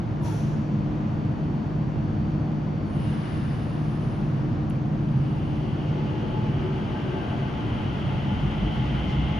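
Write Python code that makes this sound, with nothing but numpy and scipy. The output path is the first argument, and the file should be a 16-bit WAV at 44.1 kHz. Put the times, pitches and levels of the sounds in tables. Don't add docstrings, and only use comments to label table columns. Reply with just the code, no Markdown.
import sys
import numpy as np
from scipy import signal
from scipy.fft import irfft, next_fast_len
from scipy.io import wavfile

SR = 44100
rng = np.random.default_rng(int(sys.argv[2]) if len(sys.argv) > 2 else 0)


def waveform_to_disk(signal):
    frames = np.transpose(np.atleast_2d(signal))
    scaled = np.clip(frames, -1, 1) * 32767
    samples = np.round(scaled).astype(np.int16)
    wavfile.write(sys.argv[1], SR, samples)


N = 414231
TIME = np.arange(N) / SR
TOP_HZ = 13800

SPEED_M_PER_S, CLOSEST_M = 4.45, 6.7
HIDDEN_DB, EMERGE_S, EMERGE_SPREAD_S = -35, 4.73, 0.22
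# pitch_hz, strength_db
TYRE_SPECTRUM = [(150, -1), (400, -9), (720, 1), (1000, -3), (1400, -4), (1750, -10), (2500, -11),
                 (4000, -29), (6000, -43), (8000, -53), (9700, -35), (13500, -58.5)]
# pitch_hz, strength_db
DECK_SPECTRUM = [(15, -34.5), (30, -17), (45, -8), (58, 0.5), (70, 6.5), (85, -0.5), (125, -3), (190, -1.5),
                 (300, -31), (3000, -100)]
# peak_s, half_s, pitch_hz, level_db
AXLE_THRUMS = [(8.177, 0.11, 133.1, -30.5), (8.338, 0.17, 101, -29), (8.451, .07, 51, -26.5),
               (8.464, 0.071, 149.2, -30.5), (8.662, 0.064, 51, -25), (8.819, 0.047, 129.2, -25.5),
               (8.968, .12, 59.7, -24.5), (9.208, 0.065, 62, -26)]

# time_s, pitch_hz
GEAR_PITCH = [(0, 869), (6, 859.5), (7, 856.3), (8, 858.3), (8.7, 859.5), (9.39, 849)]
# peak_s, half_s, pitch_hz, strength_db
GEAR_THROBS = [(5.34, 0.043, 862, -53.5), (6.02, 0.053, 858, -48.5), (6.18, .04, 858, -46),
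               (6.36, 0.08, 858, -41), (6.48, 0.047, 862, -48.5), (6.697, 0.05, 860, -51.5),
               (6.953, 0.062, 850, -45.5), (7.174, 0.043, 859, -43), (7.33, 0.045, 862, -47),
               (7.445, .04, 862, -48.5), (7.596, 0.032, 860, -41), (7.802, 0.046, 860, -45),
               (8.143, 0.04, 862, -43.5), (8.32, 0.05, 853, -42.5), (8.474, 0.049, 843, -48),
               (8.826, 0.073, 853, -45), (9.1, .06, 848, -48.5), (9.35, 0.057, 845, -47)]
# peak_s, half_s, level_db
MOTOR_SURGES = [(5.66, .08, -39.5), (6.02, 0.085, -39.5), (6.28, .16, -40), (6.71, 0.11, -33),
                (7.14, 0.15, -35.5), (7.42, .07, -39), (7.66, 0.065, -40), (7.96, .08, -44)]
# multiple_of_gear_pitch, width_hz, peak_s, half_s, level_db
DRIVE_DRONES = [(0.421, 16, 7.08, 0.11, -37), (0.417, 20, 6.56, 1, -42), (0.519, 90, 6.9, 1.1, -46),
                (0.574, 7.4, 6.11, 0.4, -46), (.685, 10, 7.4, .7, -50), (.81, 200, 7.33, 0.17, -39.5),
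                (.855, 30, 8.5, 0.7, -49.5), (.99, 54, 9, 0.36, -48), (1.661, 39, 8.5, 1.5, -56),
                (1.83, 90, 7.15, 0.6, -51)]

# pitch_hz, width_hz, strength_db, db_per_contact_db
RAIL_NOTES = [(1956, 90, -9, 1.5), (2094, 130, -4.5, 3), (2886, 310, 1, 1.46), (3134, 280, 0, 2.5)]
# peak_s, half_s, pitch_hz, glide_hz_per_s, width_hz, level_db
SHOE_SQUEALS = [(6.87, .13, 2820, 2, 50, -56), (7.72, .2, 3070, -0.5, 171, -52),
                (8.17, .13, 2084, 0, 50, -51), (8.7, 0.14, 3060, -0.5, 260, -47),
                (8.723, 0.14, 1990, 152, 90, -52), (9.02, .14, 3050, -300, 129.3, -47),
                (9.18, .25, 2100, 170.5, 55, -50), (9.268, 0.18, 2870, -200, 100, -53)]
# pitch_hz, strength_db
SIZZLE_SPECTRUM = [(1500, -26.5), (3200, -2.5), (3900, 3.5), (4500, 4.5), (5400, -0.5), (7000, -7.5),
                   (9500, -21.5), (11500, -24.5), (13500, -31)]
# pitch_hz, strength_db
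FIZZ_SPECTRUM = [(1500, -44.5), (7500, -13), (9300, 5.5), (10300, -6.5), (11500, -14), (13500, -19)]

# pitch_hz, strength_db
PUFF_SPECTRUM = [(500, 8), (950, 5.5), (1600, 6.5), (3000, 0), (4200, -1.5), (5100, -2), (5900, 3.5),
                 (6500, -2), (7300, -3.5), (8400, -21), (10500, -20), (14000, -40)]
PUFF_TOP_SPECTRUM = [(500, -63), (7500, -30), (9200, 4.5), (10000, -1), (11000, -2), (12000, -9),
                     (12900, -7), (14000, -15.5)]
# start_s, length_s, start_hz, end_hz, level_db
PUFF_WHISTLES = [(0.206, 0.17, 1005, 824, -43.5), (0.261, 0.127, 1280, 1464, -51.5)]
# pitch_hz, strength_db
VENT_SPECTRUM = [(600, -5), (1100, 5.5), (1700, 1.5), (2400, -4.5), (3500, -11), (4100, -12), (5000, -13),
                 (6200, -23.5), (7400, -23.5), (9000, -45.5), (13700, -59)]
VENT_TOP_SPECTRUM = [(600, -61), (8000, -37), (9100, 1.5), (9600, 3.5), (10000, -0.5), (10700, -11.5),
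                     (11800, -25), (13800, -21)]
# pitch_hz, width_hz, boost_db
PIPE_NOTES = [(2910, 340, 6), (3560, 140, 4.6), (5070, 110, 5), (5950, 260, 5)]
NOZZLE_NOTES = [(12600, 220, 9), (13600, 300, 9)]
# start_s, peak_db, pitch_hz, width_hz, decay_s
NEARBY_TICKS = [(4.699, -44, 10200, 1700, 0.0011), (4.7, -56, 7100, 700, .001),
                (4.7, -57, 13200, 1400, .001), (4.703, -60, 10200, 2000, 0.015),
                (4.707, -38, 2450, 600, 0.0012), (4.755, -44, 2250, 400, .003),
                (4.756, -62, 11000, 2400, .002)]

# pitch_hz, strength_db
RUMBLE_SPECTRUM = [(15, -25), (28, -15), (38, -13), (48, -3), (70, -5), (100, 1), (150, 1), (175, -1),
                   (250, -5.5), (340, -8.5), (430, -18), (700, -58), (4000, -100)]
# pitch_hz, width_hz, boost_db
DUCT_NOTES = [(96.3, 4.4, 5), (114.5, 5.7, 5), (132.9, 5.3, 8.35), (141, 4, 1.8), (211.3, 21, 6.7),
              (243.3, 11, 2.8), (337.7, 9, 3.8)]
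# pitch_hz, width_hz, peak_s, half_s, level_db
LOW_SWELLS = [(125.2, 45, 0.35, 0.18, -25), (213, 26, 1.01, 0.55, -31), (137.6, 7.1, 1.82, 0.11, -29),
              (215.4, 20, 2.386, 0.41, -32), (55, 29, 2, 0.57, -40), (133.5, 3.9, 4.305, 0.27, -24),
              (134.4, 10, 5.05, 0.46, -27), (213, 24.2, 4.8, .55, -33), (212, 13, 7.95, 0.26, -36),
              (191.8, 13, 8.7, .5, -35.5)]
# pitch_hz, base_db, waver_share, right_lag_rad, swell_share
HUM_TONES = [(48.9, -50.5, 0.4, 0.13, 1), (151.35, -32, 0.066, -0.04, 1), (213.2, -43, 0.6, -0.05, 1.28),
             (304.3, -38, 0.21, -0.11, 0.44), (489, -62, 0.73, -0.34, 1)]
# time_s, change_db
HUM_SWELL = [(0, -9), (.2, 4.5), (1, 4), (1.7, 1), (2.5, 6), (3, 1.5), (3.6, 3), (5, 5), (5.7, 2.5),
             (6.55, 3.5), (7.1, -8), (7.5, -9), (8.2, -9), (8.45, -1), (9.1, -1.5), (9.39, 4)]
# time_s, level_db
WHISTLE_LEVEL = [(0, -74), (1.2, -73.5), (2.3, -72), (3, -74), (4.1, -74), (4.8, -76.5), (6, -72.5),
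                 (7, -77), (9.39, -75)]
# pitch_hz, strength_db
TRAFFIC_SPECTRUM = [(40, -31.5), (150, -8.5), (420, 0), (700, 0.5), (1000, -4), (1400, -10), (2000, -16),
                    (3000, -20), (4000, -28), (6000, -33), (7500, -39.5), (9000, -51.5), (10500, -45),
                    (13500, -59)]

# pitch_hz, likeness_share
STEREO_LIKENESS = [(45, .99), (70, .88), (100, .84), (160, .95), (280, .8), (450, .6), (650, .36),
                   (1300, .12), (2000, .35), (2900, .6), (4200, .52), (6100, .7), (8200, .9), (10500, .5),
                   (13000, .2)]
# pitch_hz, right_lag_rad
STEREO_LAG = [(130, 0), (340, -.1), (600, -.6), (950, -1.7), (1450, -.4), (2840, .55), (4100, 0),
              (5000, .5), (6700, -.7), (7700, -3), (8800, -3.2), (10400, -6.2)]
# pitch_hz, left_db
STEREO_BALANCE = [(60, -.8), (110, -1), (200, .5), (360, 2.6), (600, 1.2), (850, 3), (1200, .2), (2100, .7),
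                  (3100, 3.2), (4200, 2.4), (7000, .4), (13000, 0)]


def rolling():
    tyres = noise(TYRE_SPECTRUM) * flutter(rate_hz=11, depth_db=1)
    tyres *= gain_of(approach_db(alongside_s=7.66, db=-40, growth=1.5))
    deck = noise(DECK_SPECTRUM) * gain_of(approach_db(alongside_s=9.5, db=-33, growth=1.5))
    thrums = sum(tone(hz, (1 + 0.16 * drift(10)) * gain_of(db) * swell(peak_s, half_s))
                 for peak_s, half_s, hz, db in AXLE_THRUMS)
    return tyres + deck + thrums


def approach_db(alongside_s, db, growth):
    distance_m = np.hypot(CLOSEST_M, SPEED_M_PER_S * np.maximum(alongside_s - TIME, 0))
    hidden = 0.5 - 0.5 * np.tanh((TIME - EMERGE_S) / (2 * EMERGE_SPREAD_S))
    return db + growth * 20 * np.log10(CLOSEST_M / distance_m) + HIDDEN_DB * hidden


def gears(echo_share=0.82):
    pitch_hz = curve(GEAR_PITCH)
    nearness = gain_of(approach_db(alongside_s=6.4, db=-51.5, growth=2.8))
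    strength = nearness * np.sqrt(1 - echo_share ** 2)
    weighted_hz = strength * pitch_hz
    for peak_s, half_s, hz, db in GEAR_THROBS:
        throb = gain_of(db) * swell(peak_s, half_s)
        strength += throb
        weighted_hz += throb * hz
    direct = strength * tone(weighted_hz / strength, 0.9 + 0.42 * drift(30), lag_rad=-1.35, left_db=5)
    echoes = sum(tone(pitch_hz, drift(26), lag_rad, left_db=3) for lag_rad in (0, np.pi))
    return np.sqrt(2) * direct + echo_share * nearness * echoes


def motor():
    gear_hz = curve(GEAR_PITCH)
    load = sum(gain_of(db) * swell(peak_s, half_s) for peak_s, half_s, db in MOTOR_SURGES)
    hum = load * tone(0.443 * gear_hz, 1 + 0.42 * drift(22), lag_rad=-0.2, left_db=2.5)
    return hum + sum(drone(gear_hz * multiple, *row, left_db=9) for multiple, *row in DRIVE_DRONES)


def collector_shoes():
    contact_db = approach_db(alongside_s=9.65, db=0.8, growth=0.53)
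    ringing = sum(ring(hz, width_hz) * gain_of(db + growth * contact_db - 48.6)
                  for hz, width_hz, db, growth in RAIL_NOTES)
    scrape_db = 4 * swell(peak_s=9.105, half_s=0.04)
    sizzle = noise(SIZZLE_SPECTRUM) * gain_of(contact_db + scrape_db - 60)
    sizzle *= flutter(rate_hz=20, depth_db=1.2)
    squeals = np.zeros((2, N))
    for peak_s, half_s, hz, glide_hz_per_s, width_hz, db in SHOE_SQUEALS:
        slide_hz = glide_hz_per_s * np.clip(TIME - peak_s, -2 * half_s, 2 * half_s)
        squeals += drone(hz + slide_hz, width_hz, peak_s, half_s, db, left_db=1)
    fizz = noise(FIZZ_SPECTRUM) * gain_of(-72) * swell(peak_s=5.42, half_s=0.44)
    return ringing + sizzle + squeals + fizz


def air_puff():
    body = valve(start_s=0.226, rise_s=0.034, open_s=0.2, db=-43.5, sag_db_per_s=31.5, fade_db_per_s=44.5)
    top = valve(start_s=0.21, rise_s=0.05, open_s=0.2, db=-54.5, sag_db_per_s=37.5, fade_db_per_s=88)
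    return body * noise(PUFF_SPECTRUM) + top * noise(PUFF_TOP_SPECTRUM)


def puff_whistles():
    out = np.zeros((2, N))
    for start_s, length_s, start_hz, end_hz, db in PUFF_WHISTLES:
        progress = np.clip((TIME - start_s) / length_s, 0, 1)
        hz = start_hz + (end_hz - start_hz) * progress
        whistle = tone(hz, 0.8 + 0.8 * drift(45), lag_rad=-0.89, left_db=2)
        out += gain_of(db) * np.sin(np.pi * progress) * whistle
    return out


def air_vent():
    body = valve(start_s=2.876, rise_s=0.33, open_s=1.7, db=-40.5, sag_db_per_s=9, fade_db_per_s=36)
    top = valve(start_s=2.82, rise_s=0.25, open_s=1.35, db=-60, sag_db_per_s=7.5, fade_db_per_s=39)
    note = valve(start_s=2.905, rise_s=0.09, open_s=0.33, db=-56, sag_db_per_s=2.5, fade_db_per_s=21.5)
    hiss = body * noise(VENT_SPECTRUM, PIPE_NOTES) + top * noise(VENT_TOP_SPECTRUM, NOZZLE_NOTES)
    return (hiss + note * ring(pitch_hz=2920, width_hz=330)) * flutter(rate_hz=11, depth_db=1)


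def valve(start_s, rise_s, open_s, db, sag_db_per_s, fade_db_per_s):
    age_s = np.maximum(TIME - start_s, 0)
    fall_db = sag_db_per_s * np.minimum(age_s, open_s) + fade_db_per_s * np.maximum(age_s - open_s, 0)
    return np.minimum(age_s / rise_s, 1) * gain_of(db - fall_db)


def ticks():
    out = np.zeros((2, N))
    age_s = np.arange(SR // 20) / SR
    for start_s, db, hz, width_hz, decay_s in NEARBY_TICKS:
        band = signal.butter(2, [hz - width_hz / 2, hz + width_hz / 2], "band", fs=SR, output="sos")
        burst = signal.sosfilt(band, rng.standard_normal(len(age_s)) * np.exp(-age_s / decay_s))
        start = round(start_s * SR)
        out[:, start:start + len(burst)] += gain_of(db) * burst / abs(burst).max()
    return out


def rumble():
    dip_db = swell(peak_s=7.3, half_s=0.49)
    fans = noise(RUMBLE_SPECTRUM, DUCT_NOTES) * gain_of(-27.5 - dip_db)
    return fans + sum(drone(*row, left_db=-1) for row in LOW_SWELLS)


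def low_hum():
    swell_db = curve(HUM_SWELL)
    hum = np.zeros((2, N))
    for hz, db, waver, lag_rad, share in HUM_TONES:
        wavering = unit_level(1 + waver * drift(2.1))
        hum += gain_of(db + share * swell_db) * tone(hz, wavering, lag_rad, left_db=0.5)
    return hum


def electric_whistle(switch_hz=4500, mains_hz=50):
    pitches_hz = (switch_hz - 2 * mains_hz, switch_hz, switch_hz + 2 * mains_hz)
    whistle = sum(tone(hz, 1 + 0.48 * drift(2.7), left_db=5) for hz in pitches_hz)
    return whistle * gain_of(curve(WHISTLE_LEVEL))


def far_traffic():
    return gain_of(-39.5) * noise(TRAFFIC_SPECTRUM) * flutter(rate_hz=1.4, depth_db=0.5)


def noise(spectrum, notes=()):
    def strength_db(hz):
        boost_db = sum(db / (1 + (2 * (hz - pitch) / width) ** 2) for pitch, width, db in notes)
        return look_up(spectrum, hz) + boost_db
    return stereo_noise(strength_db)


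def ring(pitch_hz, width_hz):
    return stereo_noise(lambda hz: -20 * np.log10(1 + ((hz - pitch_hz) / width_hz) ** 2))


def stereo_noise(strength_db):
    size = next_fast_len(N, True)
    hz = np.arange(0, TOP_HZ + 400, SR / size)
    left, unrelated = rng.standard_normal((2, len(hz), 2)) @ np.array([1, 1j])
    likeness = look_up(STEREO_LIKENESS, hz)
    right = likeness * left + np.sqrt(1 - likeness ** 2) * unrelated
    right *= np.exp(-1j * look_up(STEREO_LAG, hz))
    balance = gain_of(look_up(STEREO_BALANCE, hz) / 2)
    spectra = np.array([left * balance, right / balance]) * gain_of(strength_db(hz))
    return unit_level(irfft(spectra, size)[:, :N])


def drone(hz, width_hz, peak_s, half_s, db, left_db):
    strength = gain_of(db) * swell(peak_s, half_s) * drift(width_hz / 2)
    return tone(hz, strength, look_up(STEREO_LAG, np.mean(hz)), left_db)


def tone(hz, strength, lag_rad=0, left_db=0):
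    sounding = np.flatnonzero(abs(strength) >= abs(strength).max() / 1000)
    span = slice(sounding[0], sounding[-1] + 1)
    cycles = np.cumsum(np.broadcast_to(hz, N)[span]) / SR
    wave = strength[span] * np.exp(2j * np.pi * cycles)
    balance = gain_of(left_db / 2)
    out = np.zeros((2, N))
    out[0, span] = wave.real * balance
    out[1, span] = (wave * np.exp(-1j * lag_rad)).real / balance
    return out


def swell(peak_s, half_s):
    span = slice(*np.searchsorted(TIME, [peak_s - 3 * half_s, peak_s + 3 * half_s]))
    out = np.zeros(N)
    out[span] = np.exp(-((TIME[span] - peak_s) / half_s) ** 2)
    return out


def flutter(rate_hz, depth_db):
    return gain_of(depth_db * drift(rate_hz).real)


def drift(rate_hz):
    size = 8192
    hz = np.fft.fftfreq(size, TIME[-1] / size)
    spectrum = np.fft.fft(rng.standard_normal((size, 2)) @ [1, 1j])
    wander = np.fft.ifft(spectrum / (1 + (hz / rate_hz) ** 4))
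    return np.interp(TIME, np.linspace(0, TIME[-1], size), unit_level(wander))


def curve(rows):
    return np.interp(TIME, *np.transpose(rows))


def look_up(rows, hz):
    pitches_hz, values = np.transpose(rows)
    return np.interp(np.log(hz + 1), np.log(pitches_hz + 1), values)


def gain_of(db):
    return 10 ** (np.asarray(db) / 20)


def unit_level(x):
    return x / np.sqrt(np.mean(abs(x) ** 2) + 1e-30)


def scene():
    car = rolling() + gears() + motor() + collector_shoes()
    air = air_puff() + puff_whistles() + air_vent()
    return car + air + ticks() + rumble() + low_hum() + electric_whistle() + far_traffic()


def record(dry):
    low_pass = signal.firwin(511, TOP_HZ, window=("kaiser", 9), fs=SR)
    return signal.oaconvolve(dry, low_pass[None], "same")


dry = scene()
out = record(dry)
waveform_to_disk(out)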